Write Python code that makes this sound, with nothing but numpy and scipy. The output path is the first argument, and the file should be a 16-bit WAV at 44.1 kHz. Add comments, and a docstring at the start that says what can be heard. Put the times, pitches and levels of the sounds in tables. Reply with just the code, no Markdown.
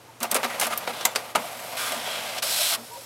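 """An inkjet printer feeds a sheet, heard from in front of its open tray in a small, humming room.
A motor whines up and turns plastic gears; levers snap, rattle and knock in the ringing case.
About a second in, paper starts to rub through squeaking rollers, and the feed motor's drone joins.
The sheet stops for an instant, is pulled on with a loud hiss, and the drive eases off in thin whines."""
import sys
import numpy as np
from scipy import signal
from scipy.fft import rfft, irfft, next_fast_len
from scipy.io import wavfile
from scipy.ndimage import uniform_filter1d

SR = 44100
rng = np.random.default_rng(int(sys.argv[2]) if len(sys.argv) > 2 else 0)


def dump(signal):
    """Clip the signal to [-1, 1] and save it as 16-bit WAV at the path in sys.argv[1]."""
    limited = np.clip(np.atleast_2d(signal).T, -1, 1)
    pcm = np.round(limited * 32767).astype(np.int16)
    wavfile.write(sys.argv[1], SR, pcm)


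N = 134505


def undb(db):
    return 10 ** (np.asarray(db) / 20)


def clock(size):
    """Time axis in seconds."""
    return np.arange(size) / SR


def colour(x, points, tilt=0, peaks_hz=(), peak_db=0, width_hz=100):
    """Causal EQ of unit power: a curve, a tilt in dB per octave above 600 Hz, and resonances."""
    size = 2 * next_fast_len(len(x) // 2 + 1024)
    bins = np.maximum(np.arange(size // 2 + 1) * SR / size, 10)
    hz, db = np.array(points, float).T
    curve = np.interp(np.log2(bins), np.log2(hz), db) + tilt * np.log2(np.maximum(bins, 600))
    gain = undb(curve + sum(peak_db / (1 + ((bins - f) / width_hz) ** 2) for f in peaks_hz))
    cepstrum = irfft(np.log(gain / np.sqrt(np.mean(gain ** 2))))
    cepstrum[1:size // 2] *= 2  # minimum phase keeps attacks sharp
    cepstrum[size // 2 + 1:] = 0
    return irfft(rfft(x, size) * np.exp(rfft(cepstrum)), size)[:len(x)]


def drift(rate_hz, size=N):
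    """Smooth random wander with a spread near 1."""
    step = max(int(SR / rate_hz), 1)
    return uniform_filter1d(np.repeat(rng.standard_normal(size // step + 1), step), step)[:size]


def grains(size, per_s, scatter_db):
    """Random tiny impacts of uneven strength, rms 1."""
    clicks = (rng.random(size) < per_s / SR) * np.sign(rng.standard_normal(size))
    clicks *= undb(scatter_db * rng.standard_normal(size))
    return clicks / np.sqrt(np.mean(clicks ** 2) + 1e-12)


def gate(start, end, fade_s=0.026):
    """Fade in, hold, fade out."""
    t = clock(N)
    return np.clip(np.minimum(t - start, end - t) / fade_s, 0, 1)


def hit(t, rise_s, t60_s):
    """Fast rise, exponential decay."""
    return np.minimum(t / rise_s, 1) * np.exp(-np.log(1000) * np.maximum(t - rise_s, 0) / t60_s)


def stroke(t, length_s, swell_db, release_s, attack_s=0.006):
    """Attack, a hold that swells or sags, release."""
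    hold = undb(swell_db * np.minimum(t / length_s, 1))
    return np.minimum(t / attack_s, 1) * hold * np.exp(-np.maximum(t - length_s, 0) / release_s)


def add(out, start, x):
    """Mix x into out from a start time."""
    i = max(int(start * SR), 0)
    out[i:i + len(x)] += x[:max(N - i, 0)]


def room_tone(air_db=-50.5, hum_hz=118.6, hum_db=-61):
    """A bed of still air and faint mains hum."""
    # Air spectrum: frequency_hz, gain_db
    air_eq = [(25, -7), (60, -5), (100, 6.5), (160, 3), (300, 6), (700, 7.5), (1500, 1), (3000, -3.5),
              (7000, -7.5), (13000, -11), (15800, -21)]
    air = undb(air_db) * colour(rng.standard_normal(N), air_eq)
    return air + undb(hum_db) * np.sqrt(2) * np.sin(2 * np.pi * hum_hz * clock(N))


def whines(wander_hz=18, flutter_db=3.5):
    """Unsteady motor and gear tones come and go as the drive changes speed."""
    # Gliding tones: start_s, end_s, from_hz, to_hz, level_db
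    glides = [(0.073, 0.126, 892, 944, -49), (0.728, 0.857, 1195, 1220, -50),
              (1.556, 1.78, 12000, 12100, -57), (2.885, 2.947, 428, 498, -48.5),
              (2.945, 3.015, 480, 579, -45), (2.9, 2.98, 975, 938, -45), (2.955, 3.003, 1014, 1095, -50)]
    out, t = np.zeros(N), clock(N)
    for start, end, from_hz, to_hz, db in glides:
        hz = np.interp(t, [start, end], [from_hz, to_hz]) + wander_hz * drift(60)
        envelope = undb(db + flutter_db * drift(110)) * gate(start, end)
        out += envelope * np.sqrt(2) * np.sin(2 * np.pi * np.cumsum(hz) / SR)
    return out


def gears(shaft_hz=17, throb_db=1, flutter_db=1.3):
    """Tooth contacts whirr with the motor's effort and throb once a shaft turn."""
    # Effort of the gear train: time_s, level_db
    effort = [(.195, -83), (.21, -32.5), (.3, -40), (.39, -36), (.48, -36), (.57, -32.5), (.8, -35.5),
              (1.04, -35.5), (1.12, -38), (1.142, -41.5), (1.19, -35.5), (1.31, -41), (1.342, -49),
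              (1.39, -34), (1.5, -38), (1.75, -35.5), (2.39, -36.5), (2.412, -56), (2.43, -32.5),
              (2.76, -46), (2.86, -47), (3.05, -49.5)]
    # Whirr spectrum: frequency_hz, gain_db
    gear_eq = [(50, -59.5), (140, -10), (220, -7), (360, -11.5), (520, 2), (700, 3), (1200, -1.5),
               (1700, -2), (3000, -5.5), (4500, -10), (7000, -14.5), (12000, -13.5), (15800, -24)]
    t = clock(N)
    db = np.interp(t, *np.array(effort).T)
    db += throb_db * np.sin(2 * np.pi * shaft_hz * t) + flutter_db * drift(90)
    teeth = 0.67 * grains(N, per_s=4000, scatter_db=2) + 0.54 * rng.standard_normal(N)
    return colour(teeth * undb(db), gear_eq)


def levers(shudder_hz=1310):
    """Each blow is a short crack with its part's ring, then a duller shudder of the case."""
    # Lever blows: start_s, level_db, rise_s, tilt_db_per_octave, low_ring_hz, high_ring_hz, ring_db
    blows = [(0.203, -34, 0.00088, 3, 6000, 13200, 3), (0.228, -18.5, 0.0028, 2.8, 10700, 13300, 3.8),
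             (0.3121, -17, 0.0029, 3, 8500, 13000, 4.9), (0.344, -16.5, 0.00058, 5, 8600, 10500, 10),
             (0.4306, -22, 0.0012, -3, 780, 2800, 2), (0.443, -23.5, .002, -0.5, 3780, 13000, 14),
             (0.4597, -27.5, 0.0013, -3.5, 5000, 11500, 4), (0.5971, -19, 0.0015, 4.5, 6000, 8370, 4.5),
             (0.612, -17.5, 0.00051, 1, 2100, 10900, 8.2), (.6672, -21.5, 0.00068, 1.3, 610, 11400, 13.5),
             (0.775, -20.5, 0.00085, 6.5, 12900, 13950, 6.7), (0.8737, -22, 0.0034, -4, 1980, 3850, 7.6),
             (1.009, -26.5, 0.0023, -2.5, 3700, 5800, 11), (1.0508, -10.5, 0.0025, 0.6, 7250, 13740, 7.2),
             (1.1506, -28, 0.0015, -2.5, 2500, 4500, 1), (1.157, -15.5, 0.0031, -2.1, 4700, 8480, 8.9),
             (1.3493, -20.5, 0.0034, -4, 2500, 5200, 3.4), (1.3529, -16, 0.0065, -2, 1140, 2650, 3.5),
             (1.919, -25.5, 0.0025, -1, 8060, 10500, 5)]
    # Blow spectrum: frequency_hz, gain_db
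    blow_eq = [(60, -37), (150, -16), (260, -10), (700, 3.5), (2000, 1.5), (4000, -0.5), (9000, -2.5),
               (13300, -4.5), (15800, -15)]
    out, t = np.zeros(N), clock(SR // 4)
    lowpass = signal.butter(1, shudder_hz, fs=SR)
    for start, db, rise, tilt, low_hz, high_hz, ring_db in blows:
        shudder = signal.lfilter(*lowpass, hit(t, rise, t60_s=0.2) * rng.standard_normal(len(t)))
        crack = hit(t, rise, t60_s=0.022) * rng.standard_normal(len(t))
        body = hit(t, rise, t60_s=0.055) * rng.standard_normal(len(t))
        snap = undb(-1.5) * crack + 0.7 * body + undb(-9) * shudder
        add(out, start, undb(db) * colour(snap, blow_eq, tilt, (low_hz, high_hz), ring_db, width_hz=450))
    return out


def rattles():
    """Gears and cams engage in bursts of chattering teeth over a scrape."""
    # Chatter bursts: start_s, end_s, level_db, swell_db, tilt_db_per_octave, peak_hz, peak_db
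    bursts = [(0.204, 0.246, -36, -2, -1.5, 230, 12.5), (0.232, 0.258, -29, 0.5, -3, 650, 0),
              (0.317, 0.335, -22, -6, -5.5, 507, -4), (0.344, 0.37, -18.5, -0.5, 1, 480, 6),
              (0.379, 0.417, -29.5, -7, -4.5, 510, 2), (0.432, 0.454, -22, -0.5, -2.6, 740, -11),
              (0.496, 0.565, -27.5, -11.5, -1.5, 1970, 8), (.613, 0.658, -19.5, -5.5, 1, 2000, -4),
              (0.655, 0.678, -30.5, 0, -1, 640, 7), (0.699, 0.739, -33, 9.5, 0, 1310, 8),
              (0.891, 0.912, -32.5, 3.5, -1.5, 1210, 1), (1.363, 1.399, -26, -10.5, -2, 240, 13),
              (1.791, 1.897, -30, -1.5, 3, 1280, 10), (1.894, 2.05, -36.5, -9.5, -3, 220, 12),
              (2.42, 2.434, -23.5, -0.5, 2.5, 201, 3), (2.72, 2.761, -28.5, -3.5, 0.5, 1190, 5.5),
              (2.764, 2.838, -39.5, -10.5, -9.5, 278, 9)]
    # Chatter spectrum: frequency_hz, gain_db
    rattle_eq = [(60, -75), (150, -19), (240, -1), (350, -7.5), (550, 2), (1200, 4), (2500, 1.5),
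                 (4500, -6.5), (8000, -9.5), (11000, -7), (13500, -17), (15800, -17)]
    out, t = np.zeros(N), clock(SR // 4)
    for start, end, db, swell_db, tilt, peak_hz, peak_db in bursts:
        chatter = 0.39 * grains(len(t), per_s=1200, scatter_db=2) + 0.66 * rng.standard_normal(len(t))
        chatter *= stroke(t, end - start, swell_db, release_s=0.0056)
        add(out, start, undb(db) * colour(chatter, rattle_eq, tilt, [peak_hz], peak_db, width_hz=130))
    return out


def knocks():
    """A panel struck by a lever or cam sounds one hollow, heavily damped note."""
    # Panel strikes: start_s, level_db, pitch_hz
    strikes = [(.243, -23, 686), (.353, -23, 493), (.371, -21, 532), (.448, -20, 760), (.62, -21, 2070),
               (.623, -20, 710), (.729, -22, 1254), (.876, -22, 721), (1.052, -18, 946),
               (1.0525, -20, 2074), (1.354, -13.5, 1240), (1.364, -23, 855)]
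    out, t = np.zeros(N), clock(SR // 4)
    envelope = hit(t, rise_s=0.003, t60_s=0.035)
    for start, db, hz in strikes:
        add(out, start, undb(db) * envelope * np.sin(2 * np.pi * hz * t))
    return out


def paper(flutter_db=1):
    """Fibres catch and slip on rollers and guides so densely that the sheet hisses."""
    # Paper rubs: start_s, end_s, level_db, swell_db, tilt_db_per_octave, peak_hz, peak_db
    rubs = [(0.928, 1.05, -43, 1.5, -3, 3640, 9), (1.169, 1.33, -52, -3, 0, 11000, 4),
            (1.389, 1.77, -44.5, 0.5, 0.5, 11900, 2), (1.766, 1.973, -30, -5.5, -1.2, 1540, 7.5),
            (1.97, 2.398, -36.5, 0, -2.5, 2670, 5), (2.05, 2.19, -37, 2, -5.5, 3340, 3.5),
            (2.379, 2.386, -24, -4, -5.5, 5430, 6), (2.42, 2.446, -28.5, -4.5, 1.5, 4340, 11),
            (2.421, 2.607, -29, 4.5, 0.1, 4600, 3), (2.603, 2.752, -24.5, 0, -0.2, 3810, 2),
            (2.77, 3.047, -47.5, 3, 1.5, 5100, 3.5)]
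    # Hiss spectrum: frequency_hz, gain_db
    paper_eq = [(100, -53), (370, -15), (650, -4), (2000, 0), (3200, 3.5), (5400, 2), (6500, 0), (8200, 2),
                (12000, 2), (13500, -2), (15800, -10.5)]
    out, t = np.zeros(N), clock(SR // 2)
    for start, end, db, swell_db, tilt, peak_hz, peak_db in rubs:
        slips = grains(len(t), per_s=15000, scatter_db=1.5) * undb(flutter_db * drift(151.7, len(t)))
        slips *= stroke(t, end - start, swell_db, release_s=0.0055)
        add(out, start, undb(db) * colour(slips, paper_eq, tilt, [peak_hz], peak_db, width_hz=1000))
    return out


def squeaks(width_hz=170):
    """Friction briefly excites one narrow resonance of a roller."""
    # Roller squeaks: start_s, end_s, pitch_hz, level_db
    cues = [(.97, 1.125, 3560, -46), (1.06, 1.15, 7320, -55), (1.78, 1.93, 3420, -42),
            (2.04, 2.21, 3260, -40), (2.5, 2.76, 4070, -37), (2.85, 3.05, 11200, -59)]
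    out = np.zeros(N)
    for start, end, hz, db in cues:
        band = signal.butter(2, [hz - width_hz / 2, hz + width_hz / 2], "band", fs=SR, output="sos")
        squeak = signal.sosfilt(band, rng.standard_normal(N))
        out += undb(db) * gate(start, end) * squeak / squeak.std()
    return out


def drone(swell_s=0.024, rasp_hz=190, roughness=0.75):
    """The feed motor's rough note swells as each roller turn loads it."""
    # Load swells: centre_s, level_db, pitch_hz
    swells = [(1.454, -38.5, 670), (1.53, -39.5, 700), (1.632, -39, 650), (1.75, -37, 675),
              (1.831, -39, 630), (1.94, -35, 640), (2.067, -38, 690), (2.145, -41, 690), (2.273, -37, 675),
              (2.376, -38, 705), (2.445, -35.5, 620), (2.525, -41, 690), (2.612, -36, 630),
              (2.718, -38.5, 690)]
    t = clock(N)
    times, _, pitches = np.array(swells).T
    phase = 2 * np.pi * np.cumsum(np.interp(t, times, pitches)) / SR
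    load = sum(undb(db) * np.exp(-((t - centre) / swell_s) ** 2) for centre, db, _ in swells)
    rasp = drift(rasp_hz) * np.sin(phase) + drift(rasp_hz) * np.cos(phase)
    return load * (np.sqrt(roughness) * rasp / rasp.std() + np.sqrt(2 * (1 - roughness)) * np.sin(phase))


def ring(x, modes):
    """A body passes the sound and rings on at its modes."""
    out = x.copy()
    for hz, t60, db in modes:
        q = np.pi * hz * t60 / np.log(1000)
        out += undb(db) * signal.lfilter(*signal.iirpeak(hz, q, fs=SR), x)
    return out


def bay(x, notch_hz=1750, width_hz=150, depth=0.45):
    """Cancellation in the open paper bay carves a narrow dip."""
    return x - depth * signal.lfilter(*signal.iirpeak(notch_hz, notch_hz / width_hz, fs=SR), x)


def room(x, t60_s=0.23, build_s=0.0095, wet_db=-19.5):
    """The walls return a short, dull tail."""
    t = clock(SR // 2)
    tail = rng.standard_normal(len(t)) * np.exp(-np.log(1000) * t / t60_s) * np.minimum(t / build_s, 1)
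    tail = colour(tail / np.sqrt(np.sum(tail ** 2)), [(100, 0), (16000, 0)], tilt=-2.7)
    return x + undb(wet_db) * signal.fftconvolve(x, tail)[:N]


def scene():
    """The mechanism rings the case, the sheet rings the guides, and all of it spills into the room."""
    # Modes of the plastic case: pitch_hz, t60_s, gain_db
    case_modes = [(228, .17, 2), (520, .08, -9), (620, .12, -4), (712, .15, -1), (845, .2, -7),
                  (940, .14, -2), (1200, .12, -4), (2120, .06, -9)]
    # Modes of the rollers and paper guides: pitch_hz, t60_s, gain_db
    guide_modes = [(1570, .03, -8), (2420, .04, -11), (3250, .04, -7), (3435, .05, -6), (3720, .05, -7),
                   (4077, .05, 1), (5370, .025, -1), (7850, .009, -7)]
    mechanism = ring(levers() + rattles() + gears(), case_modes)
    sheet = ring(paper(), guide_modes)
    printer = mechanism + sheet + knocks() + whines() + drone() + squeaks()
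    return (room(bay(printer)) + room_tone())[None]


def record(dry, low_cut_hz=46, high_cut_hz=15800):
    """The microphone drops the deep bass and cuts the top."""
    thin = signal.sosfilt(signal.butter(4, low_cut_hz, "high", fs=SR, output="sos"), dry)
    return signal.sosfilt(signal.ellip(10, .2, 75, high_cut_hz, fs=SR, output="sos"), thin)


dry = scene()
out = record(dry)
dump(out)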